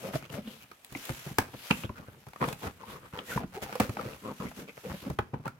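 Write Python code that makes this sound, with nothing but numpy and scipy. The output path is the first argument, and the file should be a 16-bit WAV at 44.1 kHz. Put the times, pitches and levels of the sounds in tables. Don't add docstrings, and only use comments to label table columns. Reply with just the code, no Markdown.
import sys
import numpy as np
from scipy import signal
from scipy.fft import rfft, irfft
from scipy.io import wavfile

SR = 44100
rng = np.random.default_rng(int(sys.argv[2]) if len(sys.argv) > 2 else 0)


def file_out(sig):
    cols = np.atleast_2d(sig).T
    lim = np.clip(cols, -1, 1)
    pcm = np.round(lim * 32767).astype(np.int16)
    wavfile.write(sys.argv[1], SR, pcm)


N = 246519
BINS = np.fft.rfftfreq(2048, 1 / SR)
EDGE_HZ = 16050

# f/Hz, density/dB
AIR_COLOUR = [(20, -35), (60, 5), (700, 7), (1300, -6), (2500, 0), (5000, -33), (16000, -39)]
# f/Hz, t60/s
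ROOM_DECAY = [(100, 0.53), (260, 0.51), (700, 0.32), (1800, 0.34), (13000, 0.31)]
# f/Hz, gain/dB
RETURN_COLOUR = [(60, -5), (160, 1.5), (500, -4), (2200, -4.5), (14000, -2.5)]
# f/Hz, side minus mid level/dB
PORT_WIDTH = [(60, -10), (150, -18.5), (700, -6.5), (1300, 0), (15000, -0.5)]
# f/Hz, density/dB
FINGER_COLOUR = [(20, -24), (60, 7), (150, 5.5), (300, 0.5), (600, -10), (1300, -6), (6000, -36.5)]
# fastest t/s, rise/s, fall/s, hiss level before trim/dB,
# left minus right level/dB
SLIDES = [(0.06, 0.13, 0.092, -51.5, 9), (0.155, 0.05, 0.063, -45.5, 6), (0.333, 0.036, 0.1, -52.5, 12.5),
          (0.51, 0.12, 0.15, -57.5, 7.5), (1.03, 0.18, 0.22, -50.5, 1.5), (1.25, 0.5, 0.2, -49.5, 0.5),
          (1.68, 0.25, 0.23, -48, 3), (1.81, 0.21, 0.075, -52.5, 2.5), (2.48, 0.13, 0.11, -48.5, 2.5),
          (2.644, 0.093, 0.069, -48, -0.5), (2.909, 0.082, 0.11, -53, -1), (3.335, 0.13, 0.1, -42.5, 0.5),
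          (3.634, 0.023, 0.023, -40, -1.5), (3.8, 0.3, 1, -56, -0.5), (4.44, 0.16, 0.17, -58, 4),
          (4.6, 0.089, 0.062, -51.5, 2), (4.93, 0.31, 0.33, -54.5, -1.5)]
# f/Hz, density/dB
HISS_COLOUR = [(200, -10.5), (500, 7.5), (1000, 4.5), (3000, 6), (4500, -0.5), (9000, -3.5), (12500, 1.5),
               (16000, -9.5)]
# middle t/s, half length/s, pitch f/Hz, level/dB
SQUEAKS = [(0.062, 0.033, 542, -38.5), (0.48, 0.02, 235, -34), (3.332, 0.03, 1490, -39.5),
           (3.576, 0.013, 429, -35), (3.585, 0.022, 794, -43)]
# fastest t/s, rise/s, fall/s, level/dB, brightness/dB per octave, panel f/Hz
STROKES = [(0.062, 0.085, 0.091, -39.5, 1, 574), (0.154, 0.035, 0.019, -33.5, -6, 593),
           (0.253, 0.11, 0.025, -51.5, 6, 2330), (0.3, 0.009, 0.012, -47, 6.5, 2770),
           (0.372, 0.078, 0.053, -39, 0.5, 580), (0.494, 0.075, 0.094, -51.5, 1, 2750),
           (0.621, 0.03, 0.039, -54, 13, 2380), (1.115, 0.061, 0.014, -48, 3, 333),
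           (1.265, 0.012, 0.11, -50, 6.5, 810), (1.541, 0.012, 0.016, -42.5, 0.5, 820),
           (1.85, 0.027, 0.024, -47, 6, 2460), (1.985, 0.051, 0.015, -51, 6, 1220),
           (2.034, 0.044, 0.028, -53, -8, 1080), (2.087, 0.038, 0.024, -55, 4, 1440),
           (2.15, 0.041, 0.14, -59, -2, 148), (2.434, 0.04, 0.05, -30, 0.5, 936),
           (2.48, 0.015, 0.076, -41.5, 2.5, 480), (2.629, 0.026, 0.1, -38.5, 1, 814),
           (2.82, 0.05, 0.045, -50, 3.5, 1020), (2.935, 0.11, 0.075, -47, 2, 995),
           (3.05, 0.065, 0.062, -55.5, 3.5, 1140), (3.135, 0.013, 0.1, -46, 4.5, 880),
           (3.183, 0.025, 0.1, -48, 5, 470), (3.313, 0.048, 0.057, -41.5, 3, 1750),
           (3.43, 0.13, 0.023, -41, -1.5, 650), (3.572, 0.06, 0.025, -45.5, 7.5, 714),
           (3.633, 0.025, 0.013, -36.5, 4, 627), (3.715, 0.14, 0.15, -46, 5, 754),
           (3.813, 0.02, 0.089, -38, 6.5, 490), (4.006, 0.089, 0.068, -40.5, 1, 503),
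           (4.061, 0.032, 0.12, -45.5, 4.5, 513), (4.132, 0.005, 0.0075, -43, 0.5, 2480),
           (4.269, 0.055, 0.094, -37.5, -2, 1025), (4.406, 0.016, 0.097, -38.5, 0, 970),
           (4.46, 0.011, 0.054, -45.5, -6.5, 1900), (4.605, 0.06, 0.076, -46, 1, 226),
           (4.686, 0.02, 0.037, -45.5, 3.5, 2130), (4.774, 0.0059, 0.016, -45.5, 4, 540),
           (4.856, 0.031, 0.093, -40.5, -1, 493), (4.947, 0.032, 0.025, -39, -5.5, 516),
           (5.064, 0.059, 0.067, -42, -1, 267), (5.341, 0.026, 0.12, -53, -1, 890),
           (5.472, 0.035, 0.013, -42.5, 2, 1010)]
# f/Hz, density/dB
SCRAPED_COLOUR = [(40, -14.5), (200, 11.5), (330, 4), (500, 8.5), (750, -8.5), (1350, -7.5), (1750, -15),
                  (3500, -30.5), (9000, -43), (16000, -40.5)]
# f/Hz, height/dB
SHELL_MODES = [(830, 3.5), (1250, 2), (1500, 2), (2450, 4.5), (4400, 2.5)]
# t/s, level before trim/dB, pitch f/Hz
BUMPS = [(0.153, -33, 153), (0.302, -43, 153), (0.337, -39.5, 133), (0.386, -39, 232), (0.921, -45, 133),
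         (0.953, -38.5, 290), (1.098, -31.5, 128), (1.263, -37, 150), (1.309, -38.5, 156),
         (1.385, -27.5, 102), (1.539, -41.5, 135), (1.706, -24, 167.5), (1.842, -33, 110), (1.895, -36, 96),
         (1.993, -43.5, 161), (2.082, -45, 113), (2.268, -45, 148), (2.418, -30, 247), (2.476, -33.5, 162),
         (2.524, -40, 160), (2.664, -36, 84), (3.134, -42, 158), (3.359, -27, 140), (3.436, -34, 177),
         (3.62, -39.5, 173), (3.8, -21, 227), (3.891, -30.5, 107), (4.057, -37.5, 124), (4.4, -36, 180),
         (4.451, -34, 225), (4.584, -42, 210), (5.06, -35.5, 238), (5.099, -30.5, 154), (5.188, -30, 110),
         (5.334, -31, 143), (5.396, -42.5, 143), (5.462, -34, 164)]
# t/s, shell clack level/dB, ring f/Hz, ring level/dB, snap level/dB, lead of the left/ms
CLICKS = [(0.156, -41, 616, -28, -49, 0.57), (0.341, -43, 970, -61, -68, 0.56),
          (0.715, -47.5, 1210, -55, -63, -0.011), (0.847, -62, 4430, -67, -44, 0.046),
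          (0.925, -49, 2790, -68, -51, -0.28), (0.9503, -41.5, 2170, -36.5, -65, 0.1),
          (1.053, -43, 3320, -50, -41, 0.44), (1.0938, -35, 1880, -50, -50, 0.25),
          (1.385, -21.5, 817, -26.5, -31.5, 0.15), (1.3866, -29, 1586, -27, -34.5, 0.133),
          (1.705, -30.5, 920, -41, -55, -0.037), (1.7096, -24.5, 2585, -21, -46, -0.053),
          (1.836, -40.5, 2600, -42, -78, -0.18), (1.894, -47, 1005, -43.5, -73, 0.054),
          (2.268, -53, 845, -57, -65, 0.11), (2.286, -54, 1400, -56, -59, -0.017),
          (2.334, -48, 1980, -60, -63, 0.069), (2.361, -45, 1130, -49, -66, -0.16),
          (2.415, -32, 1270, -43, -60, 0.1), (2.427, -27.5, 1020, -32.5, -68, -0.33),
          (2.44, -31, 1170, -32, -62, 0.22), (2.487, -34.5, 3120, -47, -48, 0.044),
          (2.528, -39.5, 2450, -50, -43.5, -0.24), (2.67, -41, 1050, -51, -81, -0.24),
          (2.835, -65, 910, -44.5, -97, 0.21), (3.189, -38.5, 3030, -38.5, -69, -0.048),
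          (3.363, -46, 410, -63, -73, 0.47), (3.376, -32.5, 940, -30, -79, 0.2),
          (3.436, -43, 417, -49, -74, 0.15), (3.727, -38.5, 804, -59, -58, -0.22),
          (3.755, -35.5, 510, -35, -47, -0.1), (3.8, -28.5, 730, -26, -37, -0.021),
          (3.8038, -25, 502, -27.5, -39.5, -0.059), (3.895, -41.5, 1240, -55, -53, -0.097),
          (3.97, -34, 1300, -60, -58, -0.0073), (3.9926, -42.5, 1220, -37, -68, 0.31),
          (4.012, -40.5, 530, -50, -55, 0.21), (4.515, -46, 2160, -71, -77, 0.014),
          (5.101, -43, 563, -44, -52, 0.22), (5.1885, -37, 2980, -43.5, -52, 0.12),
          (5.1891, -33, 1375, -41, -61, -0.015), (5.189, -25, 840, -34.5, -70, 0.027),
          (5.341, -47, 877, -39.5, -79.5, 0.16), (5.456, -48, 930, -35, -61, 0.32),
          (5.479, -39.5, 1320, -38, -51.5, -0.022)]
# f/Hz, density/dB
STRUCK_COLOUR = [(50, -41), (200, 4.5), (600, 3.5), (1000, 4.5), (1550, -3), (1850, -2), (3200, -12),
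                 (9000, -19), (16000, -21)]
# f/Hz, density/dB
SNAP_COLOUR = [(300, -25), (2000, 5.5), (4400, 8), (5500, -6), (8000, 5), (10000, 0.5), (12000, 8),
               (14000, -12), (16000, 9.5)]


def amp(db):
    return 10 ** (np.asarray(db) / 20)


def read(points, hz):
    f, value = np.transpose(points)
    return np.interp(np.log(hz + 1), np.log(f + 1), value)


def evened(x):
    return x / np.sqrt(np.mean(x ** 2) + 1e-20)


def blow(x):
    energy = np.sum(np.atleast_2d(x) ** 2, axis=1).mean()
    return x * np.sqrt(SR / 100 / (energy + 1e-20))


def add(mix, s, sound):
    part = mix[:, max(round(s * SR), 0):][:, :sound.shape[1]]
    part += sound[:, :part.shape[1]]


def colour(x, db):
    cepstrum = irfft(np.log(amp(db)))
    half = len(cepstrum) // 2
    folded = np.r_[cepstrum[0], 2 * cepstrum[1:half]]
    taps = irfft(np.exp(rfft(folded, 2 * half)))
    return signal.fftconvolve(x, taps[None], axes=1)[:, :x.shape[1]]


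def resonate(x, hz, width_hz):
    turn = np.exp(2j * np.pi * np.cumsum(hz) / SR)
    r = np.exp(-np.pi * width_hz / SR)
    once = signal.lfilter([1 - r], [1, -r], x / turn)
    twice = signal.lfilter([1 - r], [1, -r], once)
    return 2 * (turn * twice).real


def shell_peaks(width=.07):
    return sum(db / (1 + ((BINS / hz - 1) / width) ** 2) for hz, db in SHELL_MODES)


def ports(pair):
    mid = pair[0]
    side = colour(pair[1:], read(PORT_WIDTH, BINS))[0]
    return np.array([mid + side, mid - side])


def wander(length, rate_hz):
    knots = rng.standard_normal(int(length / SR * rate_hz) + 2)
    return np.interp(np.arange(length) * rate_hz / SR, np.arange(len(knots)), knots)


def gesture(peak_s, rise_s, fall_s, curve):
    start, end = peak_s - rise_s, peak_s + fall_s
    at = np.arange(max(int(start * SR), 0), min(int(end * SR) + len(BINS), N))
    ramp = np.interp(at / SR, [start, peak_s, end], [0, 1, 0])
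    return at, np.sin(np.pi / 2 * ramp) ** curve


def slips(per_s, spread_db, smooth):
    happens = rng.random(N) < per_s / SR
    size = amp(spread_db * np.minimum(rng.exponential(1, N), 3)) * happens
    jerks = evened(size * rng.choice([-1., 1.], (2, N)))
    return jerks + smooth * rng.standard_normal((2, N))


def judder(per_s, uneven_octaves, soft_hz):
    turns = np.cumsum(per_s * 2 ** (uneven_octaves * wander(N, rate_hz=per_s))) / SR
    jerks = np.diff(np.floor(turns), prepend=0)
    wave = signal.hilbert(evened(jerks - jerks.mean()))
    crunch = evened(rng.standard_normal((2, N)) * (1 - turns % 1) ** 2)
    dull = signal.butter(2, soft_hz, "low", fs=SR, output="sos")
    crisp = signal.butter(2, soft_hz, "high", fs=SR, output="sos")
    return signal.sosfilt(dull, [wave.real, wave.imag]) + signal.sosfilt(crisp, crunch)


def air(level_db=-70):
    noise = ports(rng.standard_normal((2, N)))
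    return amp(level_db) * evened(colour(noise, read(AIR_COLOUR, BINS)))


def room(x, near_db=-10, near_s=0.016, far_db=-15, first_s=0.011, build_s=.02):
    t = np.arange(SR // 2) / SR
    signs = rng.choice([-1., 1.], (2, 2, len(t)))
    near, far = signs * (rng.random((2, 2, len(t))) < 3000 / SR)
    near = ports(near * (t > first_s) * np.exp(-t / near_s))
    hz, when, z = signal.stft(far * np.minimum(t / build_s, 1), SR, nperseg=256)
    decay = amp(-60 * when / read(ROOM_DECAY, hz)[:, None])
    far = ports(signal.istft(z * decay, SR, nperseg=256)[1][:, :len(t)])
    near = amp(near_db) * near / np.linalg.norm(near[0])
    far = amp(far_db) * far / np.linalg.norm(far[0])
    return signal.fftconvolve(x, near + far, axes=1)[:, :N]


def hands(scraping, level_db=-54, settle_s=0.0044, fidget_db=6.0, tap_db=-5):
    keep = np.exp(-1 / (settle_s * SR))
    power = signal.lfilter([1 - keep], [1, -keep], evened(scraping[0]) ** 2)
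    effort_db = 10 * np.log10(power + 1e-3)
    grip = ports(slips(per_s=320, spread_db=0.5, smooth=0.55))
    rumble = evened(colour(grip, read(FINGER_COLOUR, BINS)))
    touches = ports(slips(per_s=45, spread_db=2, smooth=0))
    taps = evened(colour(touches, read(STRUCK_COLOUR, BINS) + shell_peaks()))
    moving_db = level_db + effort_db / 2 + fidget_db * wander(N, rate_hz=35)
    return (rumble + amp(tap_db) * taps) * amp(moving_db)


def sliding(gain_db=-0.46, flutter_db=2.0, curve=2.77, creep_db=-63, let_go_s=5.11, let_go_db=-8,
            catch_db=-11, edge_hz=6000, edge_db=-6):
    loose = np.clip((np.arange(N) / SR - let_go_s) / .05, 0, 1)
    level = amp(creep_db + let_go_db * loose) * np.ones((2, 1))
    halves = np.array([[.5], [-.5]])
    for peak, rise, fall, db, left_db in SLIDES:
        at, speed = gesture(peak, rise, fall, curve)
        level[:, at] += amp(db + gain_db + left_db * halves) * speed
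    scratches = slips(per_s=130, spread_db=3.5, smooth=0)
    rub = rng.standard_normal((2, N)) + amp(catch_db) * scratches
    hiss = colour(ports(rub), read(HISS_COLOUR, BINS))
    moving_hz = edge_hz * 2 ** (wander(N, rate_hz=9) / 2)
    hiss = evened(hiss + amp(edge_db) * resonate(hiss, moving_hz, edge_hz / 2))
    return hiss * level * amp(flutter_db * wander(N, rate_hz=180))


def squeaks(width=0.091, rough_db=2):
    t, out = np.arange(N) / SR, np.zeros(N)
    for s, half_s, hz, db in SQUEAKS:
        at = np.flatnonzero(abs(t - s) < .2)
        swell = np.exp(-((t[at] - s) / half_s) ** 2)
        noise = rng.standard_normal(len(at))
        tone = swell * resonate(noise, np.full(len(at), hz), 2 * width * hz)
        out[at] += amp(db) * evened(tone) * np.sqrt(np.mean(swell ** 2) / 2)
    return out * amp(rough_db * wander(N, rate_hz=56))


def scrapes(grip_db=2.5, curve=2.16, usual_db=-47, usual_panel_db=-3.0, damping=0.18,
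            tick_db=-14, tick_hz=1900, panel_width=.3, drift_octaves=.15):
    out = np.zeros((2, N))
    jerks = judder(per_s=122, uneven_octaves=.4, soft_hz=1500)
    grit = jerks + .7 * slips(per_s=700, spread_db=3.3, smooth=.4)
    rub = ports(grit) * amp(grip_db * wander(N, rate_hz=63))
    ticks = evened(resonate(ports(jerks), np.full(N, tick_hz), tick_hz))
    shift = 2 ** (drift_octaves * wander(N, rate_hz=62))
    octaves = np.log2(np.clip(BINS, 200, 6000) / 1000)
    for peak, rise, fall, db, tilt_db, panel_hz in STROKES:
        at, speed = gesture(peak, rise, fall, curve)
        stroke = rub[:, at] * speed
        panel_db = usual_panel_db - damping * max(db - usual_db, 0)
        shell_db = read(SCRAPED_COLOUR, BINS) + shell_peaks() / 2 + tilt_db * octaves
        shell = evened(colour(stroke, shell_db))
        panel = evened(resonate(stroke, panel_hz * shift[at], panel_width * panel_hz))
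        loudness = amp(db) * np.sqrt(np.mean(speed ** 2))
        add(out, at[0] / SR, loudness * (shell + amp(panel_db) * panel))
        add(out, at[0] / SR, amp(db + tick_db) * ticks[:, at] * speed)
    return out


def bumps(swell_s=0.0049, rattle=0.74, rattle_hz=290, low_hz=65, gain_db=2):
    out, t = np.zeros((2, N)), np.arange(4096) / SR
    highs_lost = 1 + (BINS / rattle_hz) ** 4
    lows_lost = 1 + (low_hz / (BINS + 1)) ** 4
    dull_db = -10 * np.log10(highs_lost * lows_lost)
    push = t / swell_s * np.exp(-t / swell_s)
    for s, db, hz in BUMPS:
        noise = ports(rng.standard_normal((2, len(t))))
        shake = blow(colour(noise * push, dull_db))
        turn = 2 * np.pi * hz * t
        swing = blow(ports(np.array([np.sin(turn), np.cos(turn)]) * push))
        add(out, s, amp(db + gain_db) * blow(swing + rattle * shake))
    return out


def rattles(level_db=-10, decay_s=0.036, wait_s=0.0057):
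    t, shaken = np.arange(SR // 4) / SR, np.zeros((2, N))
    shake = np.minimum(t / wait_s, 1) * np.exp(-t / decay_s)
    for s, clack_db, _, _, snap_db, _ in CLICKS:
        sharpness_db = (clack_db + 2 * snap_db) / 3
        add(shaken, s, amp(level_db + sharpness_db) * shake[None])
    knocks = ports(slips(per_s=350, spread_db=2, smooth=.3))
    return shaken * evened(colour(knocks, read(STRUCK_COLOUR, BINS) + shell_peaks()))


def clicks(graze_s=0.00064, chatter_s=0.0046, snap_s=0.0025, ring_width=0.11, chatter=0.3,
           hardness=0.42, usual_snap_db=-14, shade_db_per_ms=10):
    out, t = np.zeros((2, N)), (np.arange(2048) - 256) / SR
    before, after = np.exp(np.minimum(t, 0) / graze_s), np.maximum(t, 0)
    treble_octaves = np.log2(np.maximum(BINS / 1600, 1))
    for s, clack_db, ring_hz, ring_db, snap_db, lead_ms in CLICKS:
        chatter_noise, snap_noise = rng.standard_normal((2, 2, len(t)))
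        chattering = ports(chatter_noise) * before * np.exp(-after / chatter_s) / 2
        strike = (t == 0) + chatter * chattering
        tilt_db = hardness * (snap_db - clack_db - usual_snap_db) * treble_octaves
        clack = blow(colour(strike, read(STRUCK_COLOUR, BINS) + shell_peaks() + tilt_db))
        ring = blow(resonate(strike, np.full(len(t), ring_hz), 2 * ring_width * ring_hz))
        snap_burst = snap_noise * before ** 2 * np.exp(-after / snap_s)
        snap = blow(colour(snap_burst, read(SNAP_COLOUR, BINS)))
        sound = amp(clack_db) * clack + amp(ring_db) * ring + amp(snap_db) * snap
        lead = np.array([[.5], [-.5]]) * lead_ms
        delay_s = -lead / 1000
        placed = irfft(rfft(sound) * np.exp(-2j * np.pi * BINS * delay_s))
        add(out, s + t[0], amp(shade_db_per_ms * lead) * placed)
    return out


def scene():
    scraping = scrapes()
    direct = hands(scraping) + sliding() + squeaks() + scraping + bumps() + rattles() + clicks()
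    reflections = colour(room(direct), read(RETURN_COLOUR, BINS))
    return air() + reflections + direct


def record(dry):
    bass_cut = signal.butter(2, 38, "high", fs=SR, output="sos")
    thinned = signal.sosfilt(bass_cut, dry)
    band_limit = signal.firwin(511, EDGE_HZ, window=("kaiser", 9), fs=SR)
    return signal.oaconvolve(thinned, band_limit[None], "same")


dry = scene()
out = record(dry)
file_out(out)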